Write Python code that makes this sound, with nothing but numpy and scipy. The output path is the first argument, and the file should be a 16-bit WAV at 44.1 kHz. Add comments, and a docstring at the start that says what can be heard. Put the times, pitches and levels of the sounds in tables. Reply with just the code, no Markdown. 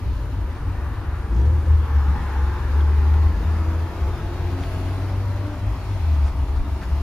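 """A vehicle pulls away outside the open door of a quiet room: its exhaust drone climbs with the firing
rate and drops at a gear change, and its tyre roar swells past. Road noise lies behind it, and a near
wall's echo hollows one band of both. Far traffic booms in the room's modes beside a low hum.
Fingers tick and slip on a hand-held camera, cloth rustles, and the electronics whine faintly.
Low rumble surges now and then, and narrow tones near 500 Hz sound as the engine revs."""
import sys
import numpy as np
from scipy import signal
from scipy.fft import rfft, irfft
from scipy.io import wavfile
from scipy.ndimage import uniform_filter1d

SR = 44100
rng = np.random.default_rng(int(sys.argv[2]) if len(sys.argv) > 2 else 0)


def dump_mix(stems):
    """Bounce the given channels to the path in sys.argv[1] as a 16-bit WAV at rate SR."""
    frames = np.atleast_2d(stems).T  # one column per channel
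    limited = np.clip(frames, -1, 1)  # hard clip at full scale
    pcm = np.round(limited * 32767).astype(np.int16)
    wavfile.write(sys.argv[1], SR, pcm)


N = 309582
TIME_S = np.arange(N) / SR


def gain_of(db):
    return 10 ** (np.asarray(db) / 20)


def lean_left(db):
    """Stereo gains: left up by db, right down by db."""
    return gain_of([[db], [-db]])


def unit_rms(x):
    return x / np.sqrt(np.mean(x ** 2) + 1e-20)


def over_frequency(rows, hz):
    """Table value at hz, interpolated in log frequency."""
    row_hz, value = np.transpose(rows)
    return np.interp(np.log(hz + 1), np.log(row_hz + 1), value)


def over_time(rows):
    """One per-sample curve for each column after time."""
    row_s, *columns = np.transpose(rows)
    return [np.interp(TIME_S, row_s, column) for column in columns]


def add(mix, start_s, sound):
    part = mix[..., round(start_s * SR):][..., :sound.shape[-1]]
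    part += sound[..., :part.shape[-1]]


def resonate(x, hz, width_hz):
    """Unity-gain resonance: shift hz (fixed or sliding) to zero, smooth, shift back."""
    carrier = np.exp(2j * np.pi * np.cumsum(hz * np.ones(x.shape[-1])) / SR)
    pole = np.exp(-np.pi * width_hz / SR)
    return 2 * (carrier * signal.lfilter([1 - pole], [1, -pole], x / carrier + 1e-18)).real


def band(x, hz, width_hz):
    """Two equal resonances in series."""
    return resonate(resonate(x, hz, width_hz), hz, width_hz)


def drift(rate_hz):
    """Slow random curve, unit RMS."""
    span = max(round(SR / rate_hz), 1)
    return unit_rms(uniform_filter1d(uniform_filter1d(rng.standard_normal(N), span), span))


# Likeness of the two microphone ports: (frequency [Hz], coherence [0-1])
PORT_COHERENCE = [(60, 0.94), (130, 0.94), (290, 0.96), (640, 0.92), (1410, 0.84), (3100, 0.24),
                  (6820, 0.032), (15000, 0.28)]
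# Port imbalance: (frequency [Hz], left minus right [dB])
PORT_BALANCE = [(60, 3), (240, 1), (950, 1.0), (3770, 1.5), (15000, 1)]
# Phase between the ports: (frequency [Hz], left lead [rad])
PORT_PHASE = [(100, 0), (1700, 0.19), (3600, 0.85), (5000, 0), (7000, 0.23)]


def port_spectra(fft_size):
    """Random short-time spectra at two ports, alike in the bass, mostly unrelated in the treble."""
    hz = np.fft.rfftfreq(fft_size, 1 / SR)
    a, b, c, d = rng.standard_normal((4 * N // fft_size + 5, len(hz), 4)).T
    coherence = over_frequency(PORT_COHERENCE, hz)[:, None]
    left = a + 1j * b
    right = coherence * left + np.sqrt(1 - coherence ** 2) * (c + 1j * d)
    tilt = gain_of(over_frequency(PORT_BALANCE, hz) / 2)[:, None]
    lag = np.exp(-1j * over_frequency(PORT_PHASE, hz))[:, None]
    return hz, np.array([left * tilt, right / tilt * lag])


def coloured_noise(spectrum, patch_db, ridge_db=2.46, fft_size=4096):
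    """Unit-RMS stereo noise with drifting patches and the narrow, lasting ridges of standing waves."""
    hz, bins = port_spectra(fft_size)
    patches, ridges = rng.standard_normal((*bins.shape[:0:-1], 2)).T
    patches = unit_rms(uniform_filter1d(uniform_filter1d(patches, size=30, axis=0), size=5, axis=1))
    ridges = unit_rms(uniform_filter1d(uniform_filter1d(ridges, size=2, axis=0), size=30, axis=1))
    in_band = (hz >= spectrum[0][0]) & (hz <= spectrum[-1][0])
    level_db = over_frequency(spectrum, hz)[:, None] + patch_db * patches + ridge_db * ridges
    bins = bins * in_band[:, None] * gain_of(level_db)
    return unit_rms(signal.istft(bins, nperseg=fft_size, noverlap=fft_size * 3 // 4)[1][:, :N])


def electronics_whine(hz=8753, rms_db=-79):
    """Thin steady tone of the camera's electronics."""
    return np.sqrt(2) * gain_of(rms_db) * np.sin(2 * np.pi * hz * TIME_S)


# Microphone self-noise: (frequency [Hz], relative density [dB])
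MIC_SPECTRUM = [(3000, -16), (7000, -5), (8600, 1.5), (10000, 1.5), (11500, -1), (13400, -1), (14500, 0.5),
                (15400, -3)]


def mic_noise(swell_db, base_db=-60):
    """Treble self-noise of the microphones, its level moved by swell_db."""
    return gain_of(base_db + swell_db) * coloured_noise(MIC_SPECTRUM, patch_db=2.0)


# Low room modes: (frequency [Hz], width [Hz], base level [dB])
ROOM_MODES = [(34, 24, -38), (52.84, 5.7, -29.5), (67.1, 12.7, -32), (76.45, 3.1, -35.5),
              (92.46, 12.7, -32.5)]
# Swell of the modes: (time [s], deep gain [dB], upper gain [dB])
MODE_SWELL = [(0, 6, 0), (.25, -2, 0), (1, 0, 3), (1.4, 0, -2), (2.8, 1, -4), (3.9, -2, -7), (4.3, 0, -5),
              (5.2, -7, -7), (5.7, -3, -5), (7.02, -1, -4)]


def room_boom(deep_below_hz=60):
    """Far traffic feeds each low mode of the room, which wanders in level."""
    out = np.zeros((2, N))
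    deep_db, upper_db = over_time(MODE_SWELL)
    for hz, width_hz, db in ROOM_MODES:
        common, side = rng.standard_normal((2, N))
        rumble = np.array([common + 0.034 * side, common - 0.058 * side])
        swell_db = deep_db if hz < deep_below_hz else upper_db
        out += gain_of(db + swell_db) * unit_rms(band(rumble, hz, width_hz))
    return out * lean_left(db=.8)


# Hum from outside: (time [s], level [dB])
HUM_LEVEL = [(0, -40), (1.2, -43), (1.4, -32), (1.72, -31), (1.85, -43), (2.8, -43), (3.4, -50),
             (7.02, -50)]


def outside_hum(hz=116.2, width_hz=6.4):
    """Low tone plus narrow noise, strongest as the vehicle pulls away."""
    level_db, = over_time(HUM_LEVEL)
    waver = unit_rms(band(rng.standard_normal(N), hz, width_hz))
    steady = np.sqrt(2) * np.sin(2 * np.pi * hz * TIME_S)
    return gain_of(level_db) * (steady + 0.64 * waver) * lean_left(db=.8)


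# Road noise: (time [s], low roar [dB], tyre roar [dB], hiss [dB])
ROAD_LEVELS = [(0, -36, -46, -53), (.6, -33.5, -47, -54), (1.15, -35, -43.5, -54), (1.4, -32.5, -48, -52.5),
               (2.25, -32, -42.5, -49.5), (4.35, -32.5, -41.5, -49), (4.65, -31.5, -42.5, -47),
               (5.5, -33.5, -42, -51), (5.95, -33, -41.5, -48.5), (6.6, -33.5, -44, -52),
               (7.02, -32.5, -43.5, -48.5)]
# Spectra of those three layers: (frequency [Hz], relative density [dB])
LOW_ROAR_SPECTRUM = [(12, -38), (20, -4), (81, -5.5), (98, -7), (134, -7), (195, -13.5), (300, -11.5),
                     (448, -18), (700, -19.5), (910, -69), (1540, -120)]
TYRE_SPECTRUM = [(400, -8), (520, -9.5), (680, -7), (800, 1.5), (1050, -2), (1600, -12.5), (2000, -12.5),
                 (2800, -19.5)]
HISS_SPECTRUM = [(1200, -41), (2000, -3), (3000, -4), (4500, -7.5), (6000, -12.5), (7200, -15),
                 (9000, -35.5)]


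def road():
    """Low roar, tyre roar and hiss swell as vehicles go by; the microphone noise follows the hiss."""
    low_db, tyre_db, hiss_db = over_time(ROAD_LEVELS)
    flutter = drift(rate_hz=45)  # quick gusts shared across the treble
    low = gain_of(low_db) * coloured_noise(LOW_ROAR_SPECTRUM, patch_db=0.04)
    tyres = gain_of(tyre_db + 0.58 * flutter) * coloured_noise(TYRE_SPECTRUM, patch_db=0.03)
    hiss = gain_of(hiss_db + 0.37 * flutter) * coloured_noise(HISS_SPECTRUM, patch_db=1.24)
    return low + tyres + hiss + mic_noise(swell_db=0.62 * (hiss_db - hiss_db.mean()) + 0.39 * flutter)


# Ticks and low surges: (time [s], envelope peak [dB], pitch [Hz], rise [ms])
TICKS_AND_SURGES = [(2.159, -26, 850, 5), (2.356, -29, 855, 5), (2.808, -37, 3300, .7),
                    (2.817, -44, 3200, .6), (3.1409, -33, 3600, .1), (3.1414, -29, 2000, .22),
                    (4.015, -15, 72, 22), (4.1783, -40, 10500, .09), (4.6364, -28, 2100, .17),
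                    (4.637, -27, 2900, .17), (5.655, -17, 55, 35), (6.228, -33, 2000, .2),
                    (6.278, -32, 1800, .15), (6.8156, -35, 3100, .16), (6.8543, -43, 5300, .3)]


def ticks_and_surges():
    """Sharp clicks, brief rings and two soft swells of low rumble: each a sine that swells and dies."""
    out, t = np.zeros((2, N)), TIME_S[:12000]
    for start_s, db, hz, rise_ms in TICKS_AND_SURGES:
        age = 1000 * t / rise_ms
        add(out, start_s, gain_of(db) * age * np.exp(1 - age) * np.sin(2 * np.pi * hz * t))
    return out


def burst(length_s, hz, width_hz, grain_db=2.5):
    """Soft, grainy burst of band noise."""
    n = round(length_s * SR)
    common, left, right, grains = rng.standard_normal((4, SR))
    roughness = gain_of(grain_db * grains.repeat(100)[:SR])
    noise = (common + .5 * np.array([left, right])) * roughness
    return unit_rms(band(noise, hz, width_hz)[:, -n:]) * np.hanning(n)


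# Short noise swells: (time [s], length [s], body [dB], centre [Hz], width [Hz], fizz [dB])
NOISE_SWELLS = [(0, .17, -22.5, 56.4, 6, -64), (0, .33, -62, 4300, 700, -75),
                (1.29, 0.13, -35, 187, 52, -59), (1.36, 0.15, -39.5, 495, 15, -68),
                (1.46, .1, -44, 525, 19, -70), (1.65, 0.056, -40, 512, 27, -70),
                (1.98, 0.34, -33, 163, 100, -65), (4.45, .7, -62, 10500, 3500, -84),
                (4.56, 0.15, -69, 2600, 2200, -55), (6.101, 0.083, -60, 3020, 2000, -56),
                (6.226, 0.091, -42, 820, 990, -53), (6.522, 0.15, -19.5, 33, 19, -65),
                (6.545, 0.044, -39, 870, 650, -55), (6.802, 0.065, -40, 1550, 710, -51.5)]


def noise_swells():
    """An opening low boom, narrow tones near 500 Hz as the engine revs, and cloth and grip rustles."""
    out = np.zeros((2, N))
    for start_s, length_s, body_db, hz, width_hz, fizz_db in NOISE_SWELLS:
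        body = gain_of(body_db) * burst(length_s, hz, width_hz)
        fizz = gain_of(fizz_db) * burst(length_s, hz=4230, width_hz=4500)
        add(out, start_s, body + fizz)
    return out


# Fingertip jerks: (time [s], level [dB])
FINGER_SLIPS = [(1.346, -57), (1.359, -55), (1.378, -56), (1.393, -54), (1.41, -56)]


def finger_slips():
    """A fingertip slips over the case in tiny bright jerks."""
    out = np.zeros((2, N))
    for start_s, db in FINGER_SLIPS:
        add(out, start_s, gain_of(db) * burst(length_s=.011, hz=5600, width_hz=2400))
    return out


# Band cancelled by the wall: (time [s], centre [Hz], depth [0-1])
WALL_NOTCH = [(0, 665, 0.4), (1.5, 662, 0.5), (3, 670, 0.58), (3.8, 637, 0.12), (4.5, 550, 0.16),
              (5.3, 483, 0.28), (7.02, 520, 0.53)]


def near_wall(x, width_hz=150):
    """The wall's echo partly cancels one band, which slides as the camera turns."""
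    hz, depth = over_time(WALL_NOTCH)
    return x - depth * resonate(x, hz, width_hz)


# Close tyre roar: (time [s], level [dB])
PASS_LEVEL = [(0, -51), (.6, -43.5), (1.5, -43), (2.2, -37), (2.9, -40.5), (3.6, -41), (4.5, -44.5),
              (7.02, -48.5)]
# Its spectrum: (frequency [Hz], relative density [dB])
PASS_SPECTRUM = [(700, -7.5), (820, -0.5), (1200, -1), (1800, -5.5), (2100, -15.5), (3000, -22.5)]
# Bands singing in it: (centre [Hz], width [Hz], level re roar [dB])
SINGING_BANDS = [(865, 45, -14), (957, 35, -18), (1045, 35, -20)]


def passing_tyres(waver_db=3):
    """Bright tyre roar of the vehicle going by close; its singing bands come and go."""
    level_db, = over_time(PASS_LEVEL)
    roar = coloured_noise(PASS_SPECTRUM, patch_db=1.5)
    singing = sum(gain_of(db + waver_db * drift(rate_hz=11)) * unit_rms(band(roar, hz, width_hz))
                  for hz, width_hz, db in SINGING_BANDS)
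    return gain_of(level_db) * (roar + singing)


# Door and room resonances: (centre [Hz], width [Hz], peak gain [dB], onset [s])
DOORWAY_RESONANCES = [(274, 21, 4, 4.3), (298.5, 4.5, 3, 4.3), (345, 70, 2, 2.35), (495, 40, -6, 0),
                      (592, 42, -4, 4), (648, 30, -1, 3.8)]


def doorway_gain(hz, fade_in_s=.25):
    """Resonances lift an overtone crossing them; the camera walks into each at its own time."""
    gain = np.zeros(N)
    for centre_hz, width_hz, peak_db, onset_s in DOORWAY_RESONANCES:
        arrived = np.clip((TIME_S - onset_s) / fade_in_s, 0, 1)
        gain += gain_of(peak_db) * arrived / (1 + (2 * (hz - centre_hz) / width_hz) ** 4)
    return gain


# Pull-away, slip, long climb, gear change: (time [s], firing rate [Hz])
FIRING_RATE = [(1.25, 48), (1.33, 55), (1.5, 78.5), (1.75, 77), (2.2, 68), (4, 83.4), (4.5, 89.3),
               (5.5, 99.6), (5.86, 102.8), (5.97, 93), (6.06, 78), (6.3, 68), (7.02, 71)]
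# Drone booming and fading across the room's modes: (time [s], level [dB])
DRONE_LEVEL = [(1.25, -26), (1.36, -17), (1.45, -14), (1.6, -18), (1.64, -24), (1.7, -12), (1.92, -21),
               (1.99, -13), (2.26, -29), (2.45, -17), (2.56, -30), (2.78, -16), (3.27, -15), (3.4, -31.5),
               (3.48, -18.5), (3.84, -22), (3.9, -41), (4.08, -25.5), (4.17, -39), (4.45, -23),
               (4.68, -29.5), (4.9, -25.5), (5.3, -22), (5.45, -25.5), (5.54, -41), (5.67, -19.5),
               (5.78, -40), (5.92, -24.5), (6.01, -24.5), (6.13, -14), (6.26, -20), (6.32, -35), (6.4, -15),
               (6.48, -39), (6.59, -22.5), (6.65, -39), (6.73, -18), (6.85, -37), (6.94, -18.5),
               (7.02, -26.5)]
# Exhaust overtones: (multiple of firing rate, base level [dB])
EXHAUST_OVERTONES = [(3, -44), (4, -45), (5, -45), (6, -44), (7, -47.5)]
FULL_LOAD_HZ_PER_S, HARD_REV_HZ_PER_S = 8.4, 90
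LUMPY_DB, OFF_LOAD_DB, HARD_REV_DB = 2.5, -15.5, -1
WAVER_DB, WAVER_RAD = 2.6, .8


def exhaust(ease_s=.15, fade_in_s=.073):
    """Near-pure drone at the firing rate; off load it turns lumpy and its wavering overtones weaken."""
    firing_hz, = over_time(FIRING_RATE)
    drone_db, = over_time(DRONE_LEVEL)
    climb_hz_per_s = uniform_filter1d(np.gradient(firing_hz) * SR, size=round(ease_s * SR))
    off_load = 1 - np.clip(climb_hz_per_s / FULL_LOAD_HZ_PER_S, 0, 1) ** 2
    hard_rev = np.clip(climb_hz_per_s / HARD_REV_HZ_PER_S, 0, 1) ** 2  # lets every overtone through
    phase = 2 * np.pi * np.cumsum(firing_hz * (1 + 0.0035 * drift(rate_hz=9.05))) / SR
    lumps_db = (0.16 + LUMPY_DB * off_load) * drift(rate_hz=16)
    out = gain_of(drone_db + lumps_db) * np.sin(phase)
    for multiple, db in EXHAUST_OVERTONES:
        lift = doorway_gain(multiple * firing_hz) + gain_of(HARD_REV_DB) * hard_rev
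        level = gain_of(db + OFF_LOAD_DB * off_load + WAVER_DB * drift(rate_hz=12))
        out += lift * level * np.sin(multiple * phase + WAVER_RAD * drift(rate_hz=5.6))
    fade_in = np.clip((TIME_S - DRONE_LEVEL[0][0]) / fade_in_s, 0, 1)
    return np.sqrt(2) * out * fade_in * lean_left(db=.8)


def scene():
    """Street sound by way of the wall, plus the room's low end, brief sounds and the whine."""
    street = near_wall(exhaust() + road() + passing_tyres())
    low_end = room_boom() + outside_hum()
    brief_sounds = (ticks_and_surges() + noise_swells() + finger_slips()) * lean_left(db=.7)
    return street + low_end + brief_sounds + electronics_whine()


NOTCH_HZ, NOTCH_HALF_WIDTH_HZ, NOTCH_DB = 7740, 130, -27
CUTOFF_HZ = 15250


def record(dry):
    """Narrow treble notch, then the band limit."""
    hz = np.fft.rfftfreq(N, 1 / SR)
    notch = gain_of(NOTCH_DB / (1 + ((hz - NOTCH_HZ) / NOTCH_HALF_WIDTH_HZ) ** 4))
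    notched = irfft(rfft(dry) * notch, N)
    lowpass = signal.firwin(511, CUTOFF_HZ, window=("kaiser", 9), fs=SR)
    return signal.oaconvolve(notched, lowpass[None], "same")


dry = scene()
out = record(dry)
dump_mix(out)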